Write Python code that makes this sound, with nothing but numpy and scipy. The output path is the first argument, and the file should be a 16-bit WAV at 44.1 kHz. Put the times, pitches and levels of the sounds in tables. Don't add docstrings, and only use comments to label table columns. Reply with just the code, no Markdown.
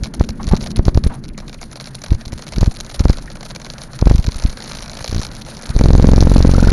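import sys
import numpy as np
from scipy import signal
from scipy.io import wavfile
from scipy.ndimage import uniform_filter1d

SR = 44100
rng = np.random.default_rng(int(sys.argv[2]) if len(sys.argv) > 2 else 0)


def to_wav(s):
    ch = np.atleast_2d(s).T
    pcm = np.round(np.clip(ch, -1, 1) * 32767)
    wavfile.write(sys.argv[1], SR, pcm.astype(np.int16))


def boost(x):
    u = np.asarray(x, float) / 20
    return 10 ** u


N = 296352

# time in seconds, airflow in dB, engine effort in dB.
LOAD = [(0, -0.5, -1.5), (.32, 2, -1), (.66, 2.5, 3), (.89, 2, -1), (1.38, -4, -4.5), (1.9, -8, 1),
        (2.4, -5.5, 2), (3.02, -6.5, 3), (3.5, -5.5, 2), (3.85, -8.5, 5.5), (4.2, -7.5, 2.5),
        (4.6, -5.5, 8), (5.15, -7.5, 5), (5.67, -5, 7.5), (5.96, 9, 8), (6.2, 10, 10), (6.72, 10, 15)]
TYRE_TONES = [(148.7, 64, 4), (216, 71, 5.5), (318, 150, -5)]
DRONE_TONES = [(556, 380, -1.5), (900, 400, -5), (1460, 880, -4.5)]
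CASE_TONES = [(2120, 910, -7.5), (4230, 700, 2.5), (5135, 475, 3.5), (5780, 1630, -0.5)]
BODY_TONES = [(545, 253, -0.5), (1470, 900, -6.5), (2300, 400, -7)]
SIZZLE_TONES = [(8800, 1530, -3.5), (10560, 520, 0.5)]
# pitch in Hz, level in dB.
ENGINE_TONES = [(21.5, -41.5), (129.2, -52)]
# time in seconds, peak in dB, suction before the snap in dB,
# snap time in ms.
SLAMS = [(0.02, -15, 8, 1), (0.209, -1.5, 1, 0.2), (0.479, -12, 7, 0.81), (0.534, 4, -12, 0.24),
         (0.539, -3, -20, 0.3), (0.793, 1, -3.5, 0.35), (0.881, -0.5, 1, 0.19), (0.974, -1.5, 4, 0.31),
         (1.064, 0.5, -3, 0.63), (2.119, 1.5, -1.5, 0.91), (2.269, -17, -16, 0.55), (2.329, -17, -3, 0.19),
         (2.581, -5.5, 0, 0.42), (2.629, -4, 2, 0.2), (2.677, -2, 2.5, 0.85), (3.005, -4, 4, 0.59),
         (3.054, 1, -1.5, 0.22), (3.098, 2, -2.5, 0.35), (4.024, -2.5, 0, 0.22), (4.07, 2.5, 0.5, 0.32),
         (4.111, 1.5, -1.5, 0.32), (4.149, -2.5, 3.5, 1), (4.191, -0.5, -8, 1), (4.282, -10, 9, 0.68),
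         (4.451, -1.5, -2.5, 0.82), (5.126, -9.5, -11, 0.25), (5.161, -8.5, -2, 0.5),
         (5.194, -9.5, -6, 0.41), (5.703, -14.5, 4, 0.84), (5.763, -0.5, -7.5, 0.45)]
# time in seconds, peak in dB, push before the drop
# as a share of the peak, drop time in ms.
PULLS = [(.30, -13, 0.48, 2), (0.626, -15, 0.57, 0.61), (2.148, -10, .4, 2), (4.252, -16, 0.35, 0.9),
         (4.487, -14, .4, 2), (5.014, -18.5, 0.46, 2.03), (5.096, -15, 0.71, 1.2), (0.5185, 1, 0.4, 2.2),
         (0.5335, -7, 1.1, 0.9), (0.5385, 1, 0.05, 0.7), (.780, -4.5, 0.2, 0.99), (.865, -2.5, 0.31, 1.1),
         (0.956, 2, 0.33, 1.7), (1.045, -5.5, 0.67, 1.596), (2.572, -10, 0.34, 3.5), (2.617, 0.5, 0.27, 2),
         (3.038, -15, 0.29, 1.2), (3.085, -18, 0.44, 2), (4.062, -3, 0.2, 1), (4.1, -0.5, 0.47, 3.5),
         (4.141, -5, 0.26, 4.6), (4.185, -4, 0.22, 2.8), (4.359, -10, 0.27, 2), (4.444, -4, 0.17, 3.3),
         (5.146, -13.5, 0.7, 0.77), (5.18, -13.5, 0.73, 0.81), (5.754, 1.5, 0.19, 4.1),
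         (5.798, -3.5, 0.27, 0.67)]
# time in seconds, shakes in Hz, first slam and second slam
# as signed pressures, lead of the second slam in ms.
SHAKING = [
    (5.812, 21.22, 1.5, -0.88, 17),
    (6.002, 21.9, 2, -1.15, 16),
    (6.275, 22.02, 2, -1.13, 18.5),
    (6.31, 22.46, -1.54, -1.2, 18.5),
    (6.362, 22.8, -1.5, -1.13, 22),
    (6.404, 22.72, -1.5, 1, 24),
    (6.5, 22.56, -1.5, 1, 23),
    (6.72, 21.73, -.8, 1.05, 27),
]
# first knock in
# seconds, its partner in seconds, last shake in seconds, number of shakes, peak in dB.
RATTLE_RUNS = [(.0568, .0675, .1387, 2, -26), (.1967, .2135, .289, 2, -27), (.4304, .442, .4773, 2, -25),
               (.469, .5128, .6616, 3, -22), (.5237, .5467, .6123, 2, -24), (.7603, .7885, 1.0386, 4, -21),
               (1.1377, 1.150, 1.2388, 2, -31), (1.3871, 1.4012, 1.481, 2, -24),
               (1.529, 1.543, 1.6144, 2, -25), (1.7145, 1.729, 1.8423, 4, -26),
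               (2.018, 2.0395, 2.1055, 3, -25), (2.2108, 2.2527, 2.280, 2, -25),
               (2.378, 2.3916, 2.467, 3, -25), (2.5223, 2.5353, 2.5223, 1, -21),
               (2.561, 2.5835, 2.6091, 2, -16.5), (2.742, 2.7625, 2.7859, 2, -28),
               (2.8474, 2.864, 2.9435, 3, -26), (2.994, 3.0068, 3.083, 3, -20),
               (3.1296, 3.1425, 3.1714, 2, -27), (3.3016, 3.317, 3.3547, 2, -28),
               (3.4524, 3.463, 3.5497, 3, -25), (3.599, 3.6165, 3.647, 2, -25),
               (3.701, 3.7365, 3.782, 2, -23),
               (3.9903, 4.013, 4.242, 4, -19), (4.3201, 4.344, 4.4378, 4, -22),
               (4.496, 4.5277, 4.5718, 2, -22), (4.6038, 4.6228, 5.0064, 12, -23),
               (5.0434, 5.0605, 5.2497, 7, -18.5), (5.3153, 5.351, 5.5127, 3, -27),
               (5.4636, 5.486, 5.5688, 2, -26), (5.2879, 5.334, 5.368, 2, -30),
               (5.6135, 5.632, 5.6135, 1, -29), (4.1399, 4.198, 4.1399, 1, -26),
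               (5.6562, 5.669, 5.692, 2, -23)]
# time in seconds,
# peak in dB.
EXTRA_KNOCKS = [(.035, -16), (.1387, -22), (.2392, -24), (.289, -24), (.4887, -19.5), (.5668, -22),
                (.6273, -23.5), (.6706, -24), (.7692, -22), (1.0386, -19), (1.283, -37), (1.378, -19),
                (1.872, -23), (1.9468, -26), (2.0382, -16), (2.148, -26), (2.3303, -25), (2.66, -21.5),
                (2.7117, -28.5), (2.8023, -15), (3.2234, -31), (3.2585, -33), (3.4083, -27), (3.429, -24.5),
                (3.8363, -26), (3.933, -26), (4.056, -22), (4.1186, -23.5), (4.226, -30), (4.2878, -22.5)]
# start in seconds, level in dB, length in
# seconds, pitch in Hz.
SCRAPES = [
    (0.394, -29.5, 0.023, 920),
    (0.51, -25.5, 0.042, 850),
    (1.096, -33, 0.063, 860),
    (1.419, -41, 0.028, 900),
    (1.296, -44, 0.0086, 2160),
    (1.343, -44, 0.009, 2300),
    (1.585, -42, 0.01, 2300),
    (1.981, -43, 0.0067, 2300),
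    (3.275, -31.5, 0.0099, 1820),
    (5.748, -36, 0.013, 4100),
]
# time in seconds, peak in dB, pitch in Hz.
SQUEAKS = [
    (6.503, -23, 1410),
    (6.548, -10.5, 1290),
    (6.595, -10.5, 1390),
    (6.6385, -10, 1420),
    (6.6838, -8.5, 1436),
]


def level(x, db):
    return x * boost(db) / np.sqrt(np.mean(x ** 2))


def band(x, hz, width):
    return signal.lfilter(*signal.iirpeak(hz, hz / width, fs=SR), x)


def band_twice(x, hz, width):
    return band(band(x, hz, width), hz, width)


def modes(x, table):
    out = 0
    for k, (hz, width, db) in enumerate(table):
        out = out + (-1) ** k * boost(db) * band(x, hz, width)
    return out


def walk(rate):
    hold = int(SR / rate)
    steps = np.repeat(rng.standard_normal(N // hold + 1), hold)
    return 1.3 * uniform_filter1d(uniform_filter1d(steps, hold), hold)[:N]


def flutter(table, depth_db, rate):
    out = np.zeros(N)
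    for hz, width, db in table:
        flicker = boost(db + depth_db * walk(rate))
        out += flicker * band_twice(rng.standard_normal(N), hz, width)
    return level(out, 0)


def add(out, s, piece):
    i = max(int(s * SR), 0)
    out[i:i + len(piece)] += piece[:max(N - i, 0)]


def load():
    s, air_db, effort_db = np.transpose(LOAD)
    t = np.arange(N) / SR
    return np.interp(t, s, air_db), np.interp(t, s, effort_db)


def wind(air_db):
    return boost(np.minimum(-29 + air_db, -27)) * flutter([(25.9, 32, -1.5), (58.0, 63, -8.5)], 4.6, 15)


def tyres(air_db):
    return boost(np.minimum(-31.5 + 1.18 * air_db, -26)) * flutter(TYRE_TONES, 1.5, 40)


def engine(effort_db):
    t = np.arange(N) / SR
    exhaust = boost(-40.5) * flutter([(131.2, 49, 0)], 2.6, 17)
    drone = boost(-49 + effort_db) * flutter(DRONE_TONES, 3, 60)
    tones = np.zeros(N)
    for hz, db in ENGINE_TONES:
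        tones += boost(db + 6 + 2.0 * walk(4.65)) * np.sin(2 * np.pi * hz * t)
    return exhaust + drone + tones


def hiss(effort_db):
    hiss_db = np.minimum(-50 + 1.1 * effort_db, -43)
    noise = modes(rng.standard_normal(N), CASE_TONES + [(9860, 1300, 0.54)])
    return boost(hiss_db + 6.0 * walk(110)) * level(noise, -5.5)


def shakes():
    s, hz = np.transpose(SHAKING)[:2]
    times = [s[0]]
    while len(times) < 40:
        times.append(times[-1] + 1 / np.interp(times[-1], s, hz))
    return np.array(times)


def slam(size, suction, snap_ms, before_s=0.0085, after_s=0.0091, ring_hz=38.0, rebound=0.):
    t = np.arange(-1323, 2646) / SR
    across = .5 + .5 * np.tanh(t * 1000 / max(snap_ms, .05))
    leak = np.exp(-(np.abs(t) / after_s) ** 1.19)
    after = leak - rebound * np.exp(-((t - .0032) / 0.001) ** 2)
    before = np.exp(-np.abs(t) / before_s) * np.cos(2 * np.pi * ring_hz * t)
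    return size * (across * after - suction * (1 - across) * before)


def lone_slams():
    out = np.zeros(N)
    for s, db, suction_db, snap_ms in SLAMS:
        add(out, s - .0285, slam(1.2 * boost(db), boost(suction_db), 1.3 * snap_ms))
    for s, db, push, drop_ms in PULLS:
        add(out, s - .03, slam(-1.4 * boost(db), push, drop_ms, after_s=0.0077))
    return out


def shake_slams():
    out = np.zeros(N)
    s, _, first, second, lead_ms = np.transpose(SHAKING)
    chance = rng.standard_normal((40, 4))
    for now, (a, b, late, loose) in zip(shakes(), chance):
        since = now - s[0]
        size = np.interp(now, s, first) * boost(1.5 * a)
        rebound = np.clip(0.45 - 0.4 * since + 0.98 * loose, 0, 1.1)
        add(out, now - .03, slam(size, 0.9, 0.4, before_s=0.005, after_s=0.007, ring_hz=30.7, rebound=rebound))
        if since > 0:
            ahead = now - .03 - np.interp(now, s, lead_ms) / 1000 + 0.0011 * late
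            size = np.interp(now, s, second) * boost(2.5 + 2.4 * b)
            snap_ms = 0.6 + 0.6 * since
            add(out, ahead, slam(size, 0.44, snap_ms, before_s=0.019, after_s=0.0095, ring_hz=25.5))
    return out


def membrane():
    out = lone_slams() + shake_slams()
    swing = uniform_filter1d(np.abs(out), size=1100)
    wobble = level(band_twice(rng.standard_normal(N), 90., 90.), -16)
    rough = level(band(band(rng.standard_normal(N), 210.0, 590.0), 215.0, 377.0), -28)
    return out + swing * (wobble + rough)


def run_knocks():
    rows = []
    for first, partner, last, count, db in RATTLE_RUNS:
        for s in np.linspace(first, last, int(count)):
            rows.append((s, db))
            rows.append((s + partner - first, db - 2 * (partner > first)))
    return rows


def slam_knocks(now):
    lead = np.interp(now, *np.transpose(SHAKING)[[0, 4]]) / 1000
    firsts = np.r_[2 * now[0] - now[1], now]
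    rows = []
    # times, level in dB, lag behind the snap in ms, drift in ms per second
    for times, db, lag_ms, slip in ((firsts, -20, -1, 2), (now - lead, -18.5, -5, 7.5)):
        for s in times[times < N / SR]:
            since = s - now[0]
            rows.append((s + (lag_ms + slip * since) / 1000, db + 5 * since))
    return rows


def knocks():
    now = shakes()
    rows = np.array(run_knocks() + slam_knocks(now))
    rows[:, 1] += 2.2 * rng.standard_normal(len(rows))
    rows = np.vstack([rows, EXTRA_KNOCKS])
    late, weak, luck = rng.random((len(rows), 3)).T
    bounce_s = np.interp(late ** 2, (0, 1), (.0045, .013))
    bounce_db = np.interp(weak, (0, 1), (-3, -13))
    bounced = rows + np.transpose([bounce_s, bounce_db])
    return np.vstack([rows, bounced[(luck < .33) | (rows[:, 0] > now[0])]])


def rattle():
    crack, thud, busy = np.zeros(N), np.zeros(N), np.zeros(N)
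    t = np.arange(900) / SR
    for s, db in knocks():
        tilt, weight = rng.random(2)
        noise, spikes = rng.standard_normal((2, len(t)))
        head = level(band(noise * np.exp(-t / 0.00028), 3700 + 3200 * tilt, 3360.0), -16.0)
        length = .004 + .005 * weight
        jumps = boost(4.3 * uniform_filter1d(spikes, size=20) * 20 ** .5)
        chatter = 0.17 * noise * np.exp(-(t / length) ** 2) * jumps
        tail = chatter + 0.059 * noise * np.exp(-t / 0.035)
        add(crack, s, boost(db + 2.0) * (head + tail))
        add(crack, s - .004, boost(db - 11.5) * spikes[:176] * t[:176] / 0.0036)
        thump = noise * np.exp(-((t - .002) / 0.0046) ** 2)
        add(thud, s, boost(0.75 * db - 4.5 + 7.86 * weight) * thump)
        add(busy, s - .006, boost(0.32 * db - 17.5) * np.hanning(len(t)))
    specks = (rng.random(N) < 150 / SR) * rng.exponential(size=N)
    specks = signal.lfilter([1], [1, -.94], specks) + 0.055
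    crumbs = (rng.random(N) < 140 / SR) * np.minimum(rng.exponential(size=N), 1.8)
    crumbs = signal.lfilter([1], [1, -.93], crumbs)
    crack = crack + 2.3 * busy * crumbs * rng.standard_normal(N)
    sizzle = boost(-8.5) * crack + busy * specks * rng.standard_normal(N)
    return modes(crack, CASE_TONES) + modes(thud, BODY_TONES) + modes(sizzle, SIZZLE_TONES)


def scrapes():
    out, t = np.zeros(N), np.arange(4000) / SR
    for s, db, length, hz in SCRAPES:
        grit = band_twice(rng.standard_normal(len(t)) ** 3, hz, 660.0)
        add(out, s, level(grit, db) * np.minimum(t / 0.0035, 1) * np.exp(-(t / length) ** 2))
    return out


def squeaks():
    out, t = np.zeros(N), np.arange(700) / SR
    for s, db, hz in SQUEAKS:
        ring = np.sin(2 * np.pi * hz * (t + 3.6 * t ** 2))
        add(out, s, boost(db) * ring * (t / 0.0039) * np.exp(1 - t / 0.0016))
    return out


def scene():
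    air_db, effort_db = load()
    bed = wind(air_db) + tyres(air_db) + engine(effort_db) + hiss(effort_db)
    return (bed + membrane() + rattle() + scrapes() + squeaks())[None]


def top_cut(x):
    return signal.sosfilt(signal.butter(12, 12410, fs=SR, output="sos"), x)


def record(dry):
    x = signal.lfilter(*signal.butter(1, 18., "high", fs=SR), dry)
    for notch_hz in (8050., 7950.):
        x = signal.lfilter(*signal.iirnotch(notch_hz, 8., fs=SR), x)
    x = signal.sosfilt(signal.ellip(8, .5, 45, 12050., fs=SR, output="sos"), x)
    return top_cut(np.clip(x, -.9, .9))


dry = scene()
out = record(dry)
to_wav(out)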